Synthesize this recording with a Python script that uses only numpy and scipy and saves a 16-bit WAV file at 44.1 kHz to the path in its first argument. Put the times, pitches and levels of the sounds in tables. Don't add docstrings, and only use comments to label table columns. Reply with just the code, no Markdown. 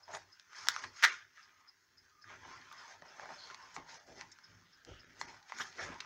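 import sys
import numpy as np
from scipy import signal
from scipy.fft import rfft, irfft
from scipy.io import wavfile
from scipy.ndimage import uniform_filter1d

SR = 44100
rng = np.random.default_rng(int(sys.argv[2]) if len(sys.argv) > 2 else 0)


def magnitude_from_level(level_db):
    exponent = np.asarray(level_db, float) / 20
    return 10 ** exponent


def to_wav(s):
    ch = np.atleast_2d(s).T
    pcm = np.round(np.clip(ch, -1, 1) * 32767)
    wavfile.write(sys.argv[1], SR, pcm.astype(np.int16))


N = 267113


def evened(x):
    return x / np.sqrt(np.mean(x ** 2) + 1e-20)


def read(points, hz):
    f, value = np.transpose(points)
    return np.interp(np.log(hz + 1), np.log(f + 1), value)


def add(mix, s, sound):
    part = mix[round(s * SR):][:len(sound)]
    part += sound[:len(part)]


def butter(x, order, hz, kind="low"):
    return signal.sosfilt(signal.butter(order, hz, kind, fs=SR, output="sos"), x)


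def resonate(x, hz, width_hz):
    turn = np.exp(2j * np.pi * np.cumsum(hz * np.ones(len(x))) / SR)
    r = np.exp(-np.pi * width_hz / SR)
    smooth = signal.lfilter([(1 - r) ** 2], [1, -2 * r, r * r], x / turn)
    return 2 * (turn * smooth).real


def resonances(x, modes):
    return sum((-1) ** k * magnitude_from_level(db) * resonate(x, hz, width_hz)
               for k, (hz, width_hz, db) in enumerate(modes))


def crumbs(per_s, spread_db, smooth):
    size = magnitude_from_level(spread_db * np.minimum(rng.exponential(1, N), 4))
    size = size * (rng.random(N) < per_s / SR)
    return evened(size * rng.standard_normal(N)) + smooth * rng.standard_normal(N)


def flutter(depth_db, size):
    slow = uniform_filter1d(uniform_filter1d(rng.standard_normal(N), size), size)
    return magnitude_from_level(depth_db * evened(slow))


def swell(start, length, db, rise_db_per_s, fall_db_per_s):
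    t = np.arange(0, N + 64, 64)[:, None] / SR
    early_s, late_s = np.maximum(start - t, 0), np.maximum(t - start - length, 0)
    return magnitude_from_level(db - rise_db_per_s * early_s - fall_db_per_s * late_s)


def joined(gains, rest_db):
    power = (gains ** 2).sum(1) + magnitude_from_level(rest_db) ** 2
    return np.interp(np.arange(N), np.arange(len(power)) * 64, np.sqrt(power))


def bursts(rows, drive, fade):
    out = np.zeros(N)
    for s, length_s, hz, width_hz, db in rows:
        start = round(s * SR)
        band = resonate(drive[start:start + SR // 2], hz, width_hz)
        band = evened(band[:round(length_s * SR)])
        add(out, s, magnitude_from_level(db) * band * signal.windows.tukey(len(band), fade))
    return out


def patchy(x, depth_db, wide, long):
    z = signal.stft(x, nperseg=1024, noverlap=768)[2]
    field = rng.standard_normal(z.shape[::-1]).T
    field = evened(uniform_filter1d(uniform_filter1d(field, wide, 0), long, 1))
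    return signal.istft(z * magnitude_from_level(depth_db * field), nperseg=1024, noverlap=768)[1][:N]


def coloured(points):
    hz = np.fft.rfftfreq(N, 1 / SR)
    return evened(irfft(rfft(rng.standard_normal(N)) * magnitude_from_level(read(points, hz)), N))


# t/s, len/s, pressure/dB, depth on tin floor/dB, sliding speed/dB
FIRST_CUT_PUSHES = [(0, 0.019, -80, 8, 2), (0.117, 0.028, -57.5, -5.5, -3), (0.167, 0.014, -67.5, 1, 5),
                    (0.284, 0.17, -74, -24, -3), (0.52, .03, -62, -15.5, -5.5),
                    (0.57, 0.094, -57, -3.5, 1.5), (0.709, 0.031, -51.5, -8, 0), (0.787, 0.037, -56, 0, 1),
                    (0.972, 0.039, -57.5, -6.5, 0.5), (1.043, 0.058, -43, -19.5, -7.5),
                    (1.363, 0.064, -64, -38, -6), (1.461, 0.21, -75, -4, -11),
                    (2.039, 0.042, -76.5, -10.5, -2)]
# t/s, len/s, pressure/dB, depth on tin floor/dB, sliding speed/dB
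SECOND_CUT_PUSHES = [(2.28, 0.038, -61.5, -12, -5), (2.36, 0.045, -65, -12, -6), (2.44, .1, -59.5, -3, -5),
                     (2.56, .2, -63, -4, -5), (2.784, 0.14, -60.5, -1, -2), (3.059, 0.11, -63, -2, -5.5),
                     (3.2, 0.013, -61.5, -12, 0), (3.24, 0.081, -63, 5, -3.5),
                     (3.3, 0.16, -62.5, -2.5, -1.5), (3.46, 0.26, -63.5, 1, -3.5),
                     (3.772, 0.0049, -60, 5, -7), (3.891, 0.068, -60, -4, -0.5), (4.08, 0.041, -67, 0.5, 1),
                     (4.17, 0.059, -64, -1, 0.5), (4.29, 0.22, -71, -9, -4.5)]
# t/s, len/s, pressure/dB, depth on tin floor/dB, sliding speed/dB
LIFT_PUSHES = [
    (4.5, 0.14, -73.5, -5.5, -4.5),
    (4.879, 0.05, -66, -3.5, -4.5),
    (4.96, 0.3, -69, -24, -7),
    (5.193, 0.1, -62.5, -8, -1),
    (5.29, 0.059, -63.5, -2.5, -2),
    (5.49, 0.048, -60, -21, -4),
    (5.583, 0.028, -52, -14, -2),
    (5.65, 0.022, -57.5, -5.5, 0),
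    (5.807, 0.023, -48, -6, -2),
    (5.9, .2, -61, 0, -6.5),
]
# t/s, f/Hz
FLOOR_SPAN = [(0.1, 834), (0.601, 1076), (1.4, 1090), (2.3, 946), (2.75, 1074), (3.02, 811), (3.3, 825),
              (3.7, 1076), (4.12, 645), (4.3, 1022), (4.7, 977), (4.9, 600), (5.2, 910), (5.6, 1004),
              (5.8, 729), (6.0, 1025)]
# f/Hz, width/Hz, level/dB
FOIL_MODES = [(1395, 520, 2), (1770, 510, 3), (2120, 830, -1), (3400, 1300, -6.5)]
# f/Hz, width/Hz, level/dB
GRIT_MODES = [(4300, 1000, -2), (5300, 1000, 1.5), (6355, 960, -1), (9400, 3400, -10.5)]


def blade():
    pushes = FIRST_CUT_PUSHES + SECOND_CUT_PUSHES + LIFT_PUSHES
    start, length, db, depth_db, speed_db = np.transpose(pushes)
    push = swell(start, length, db, rise_db_per_s=326.5, fall_db_per_s=169)
    drum_hz = np.interp(np.arange(N) / SR, *np.transpose(FLOOR_SPAN))
    coarse, fine = crumbs(1500, 2.0, 0.94), crumbs(2500, 2.7, 1.0)
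    grind = resonances(coarse, FOIL_MODES)
    grit = resonances(fine + 0.4 * coarse, GRIT_MODES)
    drum = resonate(crumbs(1400, 2.2, 0.93), drum_hz, 420)
    rest_db = -77.5
    out = joined(push, rest_db) * evened(grind)
    out += joined(push * magnitude_from_level(depth_db), rest_db - 11) * evened(drum)
    out += joined(push * magnitude_from_level(speed_db), rest_db + 0.5) * evened(grit)
    return flutter(0.75, size=500) * out


# t/s, len/s, level/dB
LEANS = [(0.21, 0.067, -79.5), (0.595, 0.15, -76.5), (0.853, 0.0091, -64), (1.026, 0.015, -88),
         (1.18, 0.085, -83), (1.493, 0.065, -88.5), (1.921, 0.088, -85), (2.273, 0.24, -71),
         (2.444, 0.16, -71.5), (2.6, 0.1, -76.5), (2.96, 0.034, -75), (3.3, 0.35, -78.5),
         (3.78, 0.0041, -70), (3.903, 0.13, -82.5), (4.072, 0.22, -72), (4.497, 0.16, -75.5),
         (4.735, 0.035, -81), (4.893, 0.0046, -57.5), (5.005, 0.26, -72.5), (5.228, 0.082, -65),
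         (5.558, 0.12, -70.5), (5.815, 0.095, -58.5), (6.004, .06, -76)]


def leaning_hand():
    lean = swell(*np.transpose(LEANS), rise_db_per_s=349, fall_db_per_s=199)
    rumble = np.zeros(N)
    for hz, width_hz, db in ((100, 40, 0), (330, 290, -5.5), (155, 53, -7.5), (38, 25, -3.5)):
        rumble += magnitude_from_level(db) * resonate(rng.standard_normal(N), hz, width_hz)
    return joined(lean, rest_db=-89.5) * evened(rumble)


def stroke():
    return patchy(blade() + leaning_hand(), 2.8, wide=5, long=9)


# t/s, len/s, f/Hz, width/Hz, level/dB
COUNTER_KNOCKS = [
    (0, .35, 98, 20, -78),
    (1.03, .12, 380, 100, -64),
    (4.47, .13, 100, 25, -68),
    (4.84, .13, 48, 40, -61),
    (4.3, .5, 190, 70, -80),
    (3.6, .4, 150, 60, -80),
    (1.8, .5, 70, 50, -84),
    (5.2, .1, 150, 60, -70),
    (5.53, .07, 250, 50, -66),
    (5.74, .1, 380, 120, -62),
]


def thumps():
    return bursts(COUNTER_KNOCKS, rng.standard_normal(N), fade=0.86)


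TICK_TIMES = [0.0328, 0.579, 1.6818, 2.2213, 2.78, 3.3405, 3.891, 4.4407, 4.9965, 5.5497]
TOCK_TIMES = [0.325, 0.8735, 1.4297, 1.9795, 2.5304, 3.082, 3.6262, 4.1775, 4.7306, 5.2834]
# f/Hz, width/Hz, level/dB
CLOCK_CASE = [(4800, 450, -6), (5133, 400, 4)]


def clock():
    t, out = np.arange(3000) / SR, np.zeros(N)
    tick_db, tock_db = -50.5, -53.5
    for s, db in [(s, tick_db) for s in TICK_TIMES] + [(s, tock_db) for s in TOCK_TIMES]:
        decay = magnitude_from_level(-60 * t / 0.05) + 0.12 * magnitude_from_level(-60 * t / 0.3)
        rattle = rng.standard_normal(3000) * decay * (1 - np.exp(-t / 0.001))
        rattle = 0.35 * rattle + np.roll(rattle, 260)
        beat = sum(magnitude_from_level(level_db) * resonate(rattle, hz, width_hz) for hz, width_hz, level_db in CLOCK_CASE)
        add(out, s - 0.0085, magnitude_from_level(db) * beat / abs(beat).max())
    return out


# t/s, len/s, f/Hz, width/Hz, level/dB
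FOIL_RUBS = [(.073, 0.12, 675, 120, -55.5), (.074, 0.049, 940, 200, -57), (.125, 0.049, 6800, 700, -56),
             (.135, 0.046, 9100, 2500, -53), (1.372, 0.034, 1296, 70, -65), (1.37, .035, 1700, 250, -63),
             (4.63, .22, 3500, 1800, -75), (1.07, .06, 2250, 500, -46), (1.03, .035, 3000, 900, -40),
             (6.003, 0.0068, 3660, 2490, -40.5), (1.36, 0.34, 1258, 59.5, -78),
             (2.099, 0.23, 1230, 64.4, -72), (3.375, 0.086, 4300, 700, -55),
             (3.45, 0.086, 4400, 900, -62.5), (3.395, 0.063, 3380, 500, -64),
             (3.74, 0.034, 5860, 5100, -55.5), (3.79, .09, 4430, 3500, -84), (4.315, 0.02, 5300, 400, -59),
             (4.315, .012, 6500, 1500, -58), (4.72, 0.12, 1570, 400, -70), (4.86, 0.15, 3020, 750, -65.5),
             (5.195, 0.031, 7100, 3020, -56.5), (5.36, 0.27, 797, 120, -74.5),
             (5.576, 0.049, 6870, 500, -57.5), (5.58, 0.065, 10300, 8000, -53),
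             (5.597, 0.025, 1540, 694, -39.5), (5.603, 0.0247, 3300, 895, -46),
             (5.6, 0.023, 5300, 700, -48), (5.583, 0.015, 1650, 400, -58), (5.782, 0.057, 640, 200, -53),
             (5.885, 0.024, 208, 120, -56), (.126, 0.052, 850, 260, -52.5), (3.025, 0.041, 900, 300, -63.5),
             (5.778, 0.072, 1760, 402, -48.5)]


def rubs():
    return bursts(FOIL_RUBS, rng.standard_normal(N), fade=0.3)


# t/s, len/s, f/Hz, width/Hz, level/dB
CRUST_CRUNCHES = [(.073, 0.096, 1320, 795, -60.5), (.13, 0.047, 1410, 1270, -53),
                  (.83, 0.033, 1470, 2940, -55), (1.37, 0.016, 1590, 2060, -68),
                  (2.285, 0.09, 1390, 1490, -56), (2.71, 0.046, 1260, 900, -65),
                  (2.885, 0.023, 1000, 700, -75), (3.0195, 0.01, 660, 500, -54.5),
                  (3.172, 0.079, 885, 1100, -56.5), (3.285, 0.065, 940, 920, -54),
                  (3.495, 0.027, 1300, 1660, -53), (3.763, 0.022, 700, 500, -52),
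                  (3.775, .04, 300, 250, -58), (4.865, .07, 420, 350, -60), (3.88, 0.086, 1440, 1830, -66),
                  (4.07, 0.069, 476, 690, -62.5), (4.17, 0.02, 397, 302, -62.5),
                  (4.19, 0.042, 1720, 2420, -55.5), (5.27, 0.045, 2040, 910, -59),
                  (5.778, 0.021, 1500, 1200, -54), (5.84, 0.12, 1030, 1830, -52)]


def crunches():
    return bursts(CRUST_CRUNCHES, crumbs(1300, 2.4, 0.7), fade=0.59)


# t/s, peak/dB, ring f/Hz
FOIL_DENTS = [(0.079, -46, 910), (0.17, -36.5, 910), (0.939, -58, 1305), (2.242, -46.5, 1610),
              (2.283, -52, 1800), (2.295, -48, 2200), (2.45, -44, 1090), (2.714, -44, 1240),
              (2.896, -50, 1010), (3.196, -34.5, 825), (3.236, -44.5, 950), (3.256, -37, 750),
              (3.291, -37.5, 815), (3.89, -49, 1590), (3.924, -51, 1960), (4.228, -53, 1850),
              (5.722, -71, 1320), (5.783, -42, 1900), (5.794, -35.5, 1810)]
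# t/s, peak/dB, ring f/Hz, crack re ring/dB, t60/s
CRUMB_CHIPS = [
    (0.137, -36.5, 920, -13, 0.0096),
    (0.67, -34, 940, 0.5, 0.018),
    (5.213, -25, 956, -7.5, 0.01),
    (5.586, -40.5, 1680, 2, .012),
    (5.615, -34.5, 1380, 1, 0.0089),
]
# t/s, peak/dB, ring f/Hz, crack re ring/dB, t60/s
CRUST_SNAPS = [(0.149, -38, 882, 2, 0.033), (0.397, -50, 1580, 7, 0.0089), (0.531, -50, 1490, -1, 0.012),
               (0.548, -45, 1900, -10, 0.0074), (0.554, -43, 1800, -16, 0.0019),
               (0.763, -25.5, 1300, -4.5, 0.0064), (0.839, -31, 1750, -6.5, 0.007),
               (.843, -33, 1150, -3, .007), (1.379, -54, 1700, -12, 0.012), (3.021, -50, 1820, -2, 0.018),
               (3.5, -45, 1440, -4, 0.019), (3.545, -41.5, 1050, 3.5, 0.012),
               (3.764, -28.5, 1066, -11, 0.0058), (4.172, -60, 1722, 3, 0.0078),
               (4.211, -36, 1900, 2, 0.005), (4.193, -50, 1900, 0, .008), (4.318, -55, 1890, 6.5, 0.014),
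               (4.387, -49, 1500, -3, 0.008), (4.849, -55.5, 1650, 13, 0.0096),
               (5.427, -59.5, 1830, 4.5, 0.024), (5.497, -44.5, 965, -1, 0.019),
               (5.521, -27.5, 990, -12.5, 0.0072), (5.602, -33.5, 1620, -5, 0.0075),
               (2.615, -55, 2000, 9, 0.0045), (3.511, -46, 1510, -6, 0.0069),
               (3.626, -55.5, 1400, 6.5, .006), (4.442, -62, 1690, 0, 0.0088),
               (5.727, -53.5, 1900, 5.5, 0.0053), (5.757, -56.5, 1900, 8, 0.0044),
               (5.943, -54, 1900, 8, .005), (6.005, -32.5, 2300, 1, 0.0028), (1.362, -63, 1700, 0, 0.0091),
               (1.41, -58, 1820, -3, .01), (1.445, -65, 1610, 0, .01)]
# t/s, peak/dB, ring f/Hz, crack re ring/dB, t60/s
FOIL_NICKS = [
    (0.6855, -17, 1543, 6.5, 0.0056),
    (2.726, -47, 1510, 0.67, 0.017),
]
# t/s, peak/dB
RIM_CRIMPS = [(1.0257, -23), (1.0299, -18), (1.0343, -18), (1.0375, -11), (1.0409, -10), (1.0431, -12),
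              (1.0452, -14), (1.0483, -12.5), (1.0507, -12), (1.0532, -20), (1.0562, -27), (1.0578, -25),
              (1.0601, -25), (1.0628, -25), (1.0668, -31), (1.0745, -30), (1.079, -30), (1.083, -31)]


def breaks():
    snap_edge_db, chip_edge_db, nick_edge_db = -43, -32, -14
    rows = [(s, db, hz, -17, 0.0098, snap_edge_db) for s, db, hz in FOIL_DENTS]
    for table, edge_db in ((CRUST_SNAPS, snap_edge_db), (CRUMB_CHIPS, chip_edge_db), (FOIL_NICKS, nick_edge_db)):
        rows += [(*row, edge_db) for row in table]
    freed_s = 1.052
    for s, db in RIM_CRIMPS:
        t60_s = 0.0033 + 0.12 * max(s - freed_s, 0)
        rows.append((s, db, 1780, -4.5, t60_s, -23.5 - 12 * (s > freed_s)))
    return rows


def snaps():
    t, out = np.arange(2000) / SR, np.zeros(N)
    rise = (1 - np.exp(-t / 0.0004)) ** 2
    for s, db, hz, crack_db, t60_s, edge_db in breaks():
        noise = rng.standard_normal(2000)
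        decay = magnitude_from_level(-60 * t / t60_s)
        upper = 0.73 * np.clip((1400 - hz) / 400, 0, 1)
        second = np.sin(2 * np.pi * 2.1 * hz * t) - 0.5 * np.sin(2 * np.pi * 1.8 * hz * t)
        ring = (np.sin(2 * np.pi * hz * t) + upper * second) * decay * rise
        rattle = 20 * t60_s * evened(resonate(noise, hz, 1700)) * magnitude_from_level(-60 * t / (1.7 * t60_s)) * rise
        burst = (noise + 2.5 * (t == 0)) * decay
        crack = resonate(burst, 3610, 1900) - resonate(burst, 5760, 1700)
        crack += magnitude_from_level(-7.5) * resonate(burst, 9450, 2000) - magnitude_from_level(-7) * resonate(burst, 4600, 900)
        edge = resonate(burst, 10500, 2900) - magnitude_from_level(2.5) * resonate(burst, 15300, 2200)
        bright = magnitude_from_level(crack_db + 2) * crack / abs(crack).max()
        bright += magnitude_from_level(edge_db + 19) * edge / abs(edge).max()
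        add(out, s, magnitude_from_level(db) * (ring / abs(ring).max() + rattle + bright))
    return butter(out, 3, 600, "high")


# f/Hz, level/dB, t60/s
TIN_MODES = [(945, -8, 0.21), (1181, -3.5, .15), (1457, -5.5, 0.13), (1611, -6, 0.17), (1750, -3.5, 0.095),
             (1855, -4, .16), (2015, -5, .14), (2196, -4, .12), (2410, 0, 0.11), (2620, -5, .1),
             (2895, -4, 0.076), (3300, -6, .06), (3720, -4.5, .07), (4700, -3.5, .07)]


def tin(hits):
    t = np.arange(8000)[:, None] / SR
    hz, db, t60_s = np.transpose(TIN_MODES)
    sign = (-1) ** np.arange(len(hz))
    decay = magnitude_from_level(-48.5 + db - 60 * t / t60_s) * (1 - np.exp(-t / 0.012))
    ring = (decay * np.sin(2 * np.pi * hz * t) * sign).sum(1)
    return signal.oaconvolve(hits, ring)[:N]


# f/Hz, t60/s
KITCHEN_DECAY = [(200, 0.25), (1000, 0.078), (2000, 0.14), (5000, 0.074), (9000, 0.077)]


def kitchen(x):
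    taps = np.zeros(SR // 2)
    at = np.arange(120, SR // 2 - 20, 20)
    taps[at + rng.integers(0, 20, len(at))] = rng.choice([-1., 1.], len(at))
    hz, t, z = signal.stft(taps, SR, nperseg=256)
    decay = magnitude_from_level(-60 * t / read(KITCHEN_DECAY, hz)[:, None]) * (1 - np.exp(-t / 0.0037))
    tail = signal.istft(z * decay, SR, nperseg=256)[1]
    return signal.fftconvolve(x, tail / np.linalg.norm(tail))[:N]


# f/Hz, density/dB
HUSH_SPECTRUM = [(30, -28), (300, -20), (760, -11), (1300, -8), (1900, -0.5), (2800, -23), (5000, -16.5),
                 (6800, -28)]


def hush():
    return magnitude_from_level(-85) * patchy(coloured(HUSH_SPECTRUM), 3.6, wide=3, long=50)


# f/Hz, density/dB
HISS_SPECTRUM = [(6000, -7.5), (8000, -13.5), (12500, -10.5), (14000, -11.5), (15200, -1.5), (15750, -4),
                 (15900, -34)]


def microphone(x):
    capsule_hz, rumble_hz, edge_hz = 7200, 43.3, 16580
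    x = butter(x, 2, rumble_hz, "high")
    x = butter(x, 8, capsule_hz) + magnitude_from_level(-17.5) * x
    hiss = magnitude_from_level(-86) * butter(coloured(HISS_SPECTRUM), 4, capsule_hz, "high")
    return signal.oaconvolve(x + hiss, signal.firwin(255, edge_hz, fs=SR)[None], "same")


# t/s, lowest surviving treble tone f/Hz
LOST_BLOCKS = [
    (.81, 4300),
    (1.11, 2700),
    (2.452, 2900),
    (2.54, 2700),
    (3.99, 4300),
    (5.055, 2500),
    (5.266, 4400),
    (5.8, 4200),
]


def stalls(x):
    out, hz = x.copy(), np.fft.rfftfreq(1152, 1 / SR)
    for s, lowest_hz in LOST_BLOCKS:
        comb = (hz - lowest_hz) / 640 % 1 < 0.2
        tones = comb * (hz > lowest_hz) * (hz < 6800)
        keep = np.where(hz < 2400, hz > 320, 1.7 * tones + 0.2)
        start = round(s * SR) - 576
        block = x[start:start + 1152] * np.hanning(1152)
        add(out, start / SR, irfft(rfft(block) * (keep - 1), 1152))
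    return out


def scene():
    drag = stroke() + thumps() + rubs() + crunches()
    beats, hits = clock(), snaps()
    wet = magnitude_from_level(-12.5) * hits + magnitude_from_level(-2.5) * beats + magnitude_from_level(-10.5) * drag
    return (hits + beats + drag + tin(hits) + kitchen(wet) + hush())[None]


def top_cut(x):
    return signal.sosfilt(signal.butter(12, 16840, fs=SR, output="sos"), x)


def record(dry):
    mix = stalls(microphone(dry)[0])[None]
    return top_cut(mix)


dry = scene()
out = record(dry)
to_wav(out)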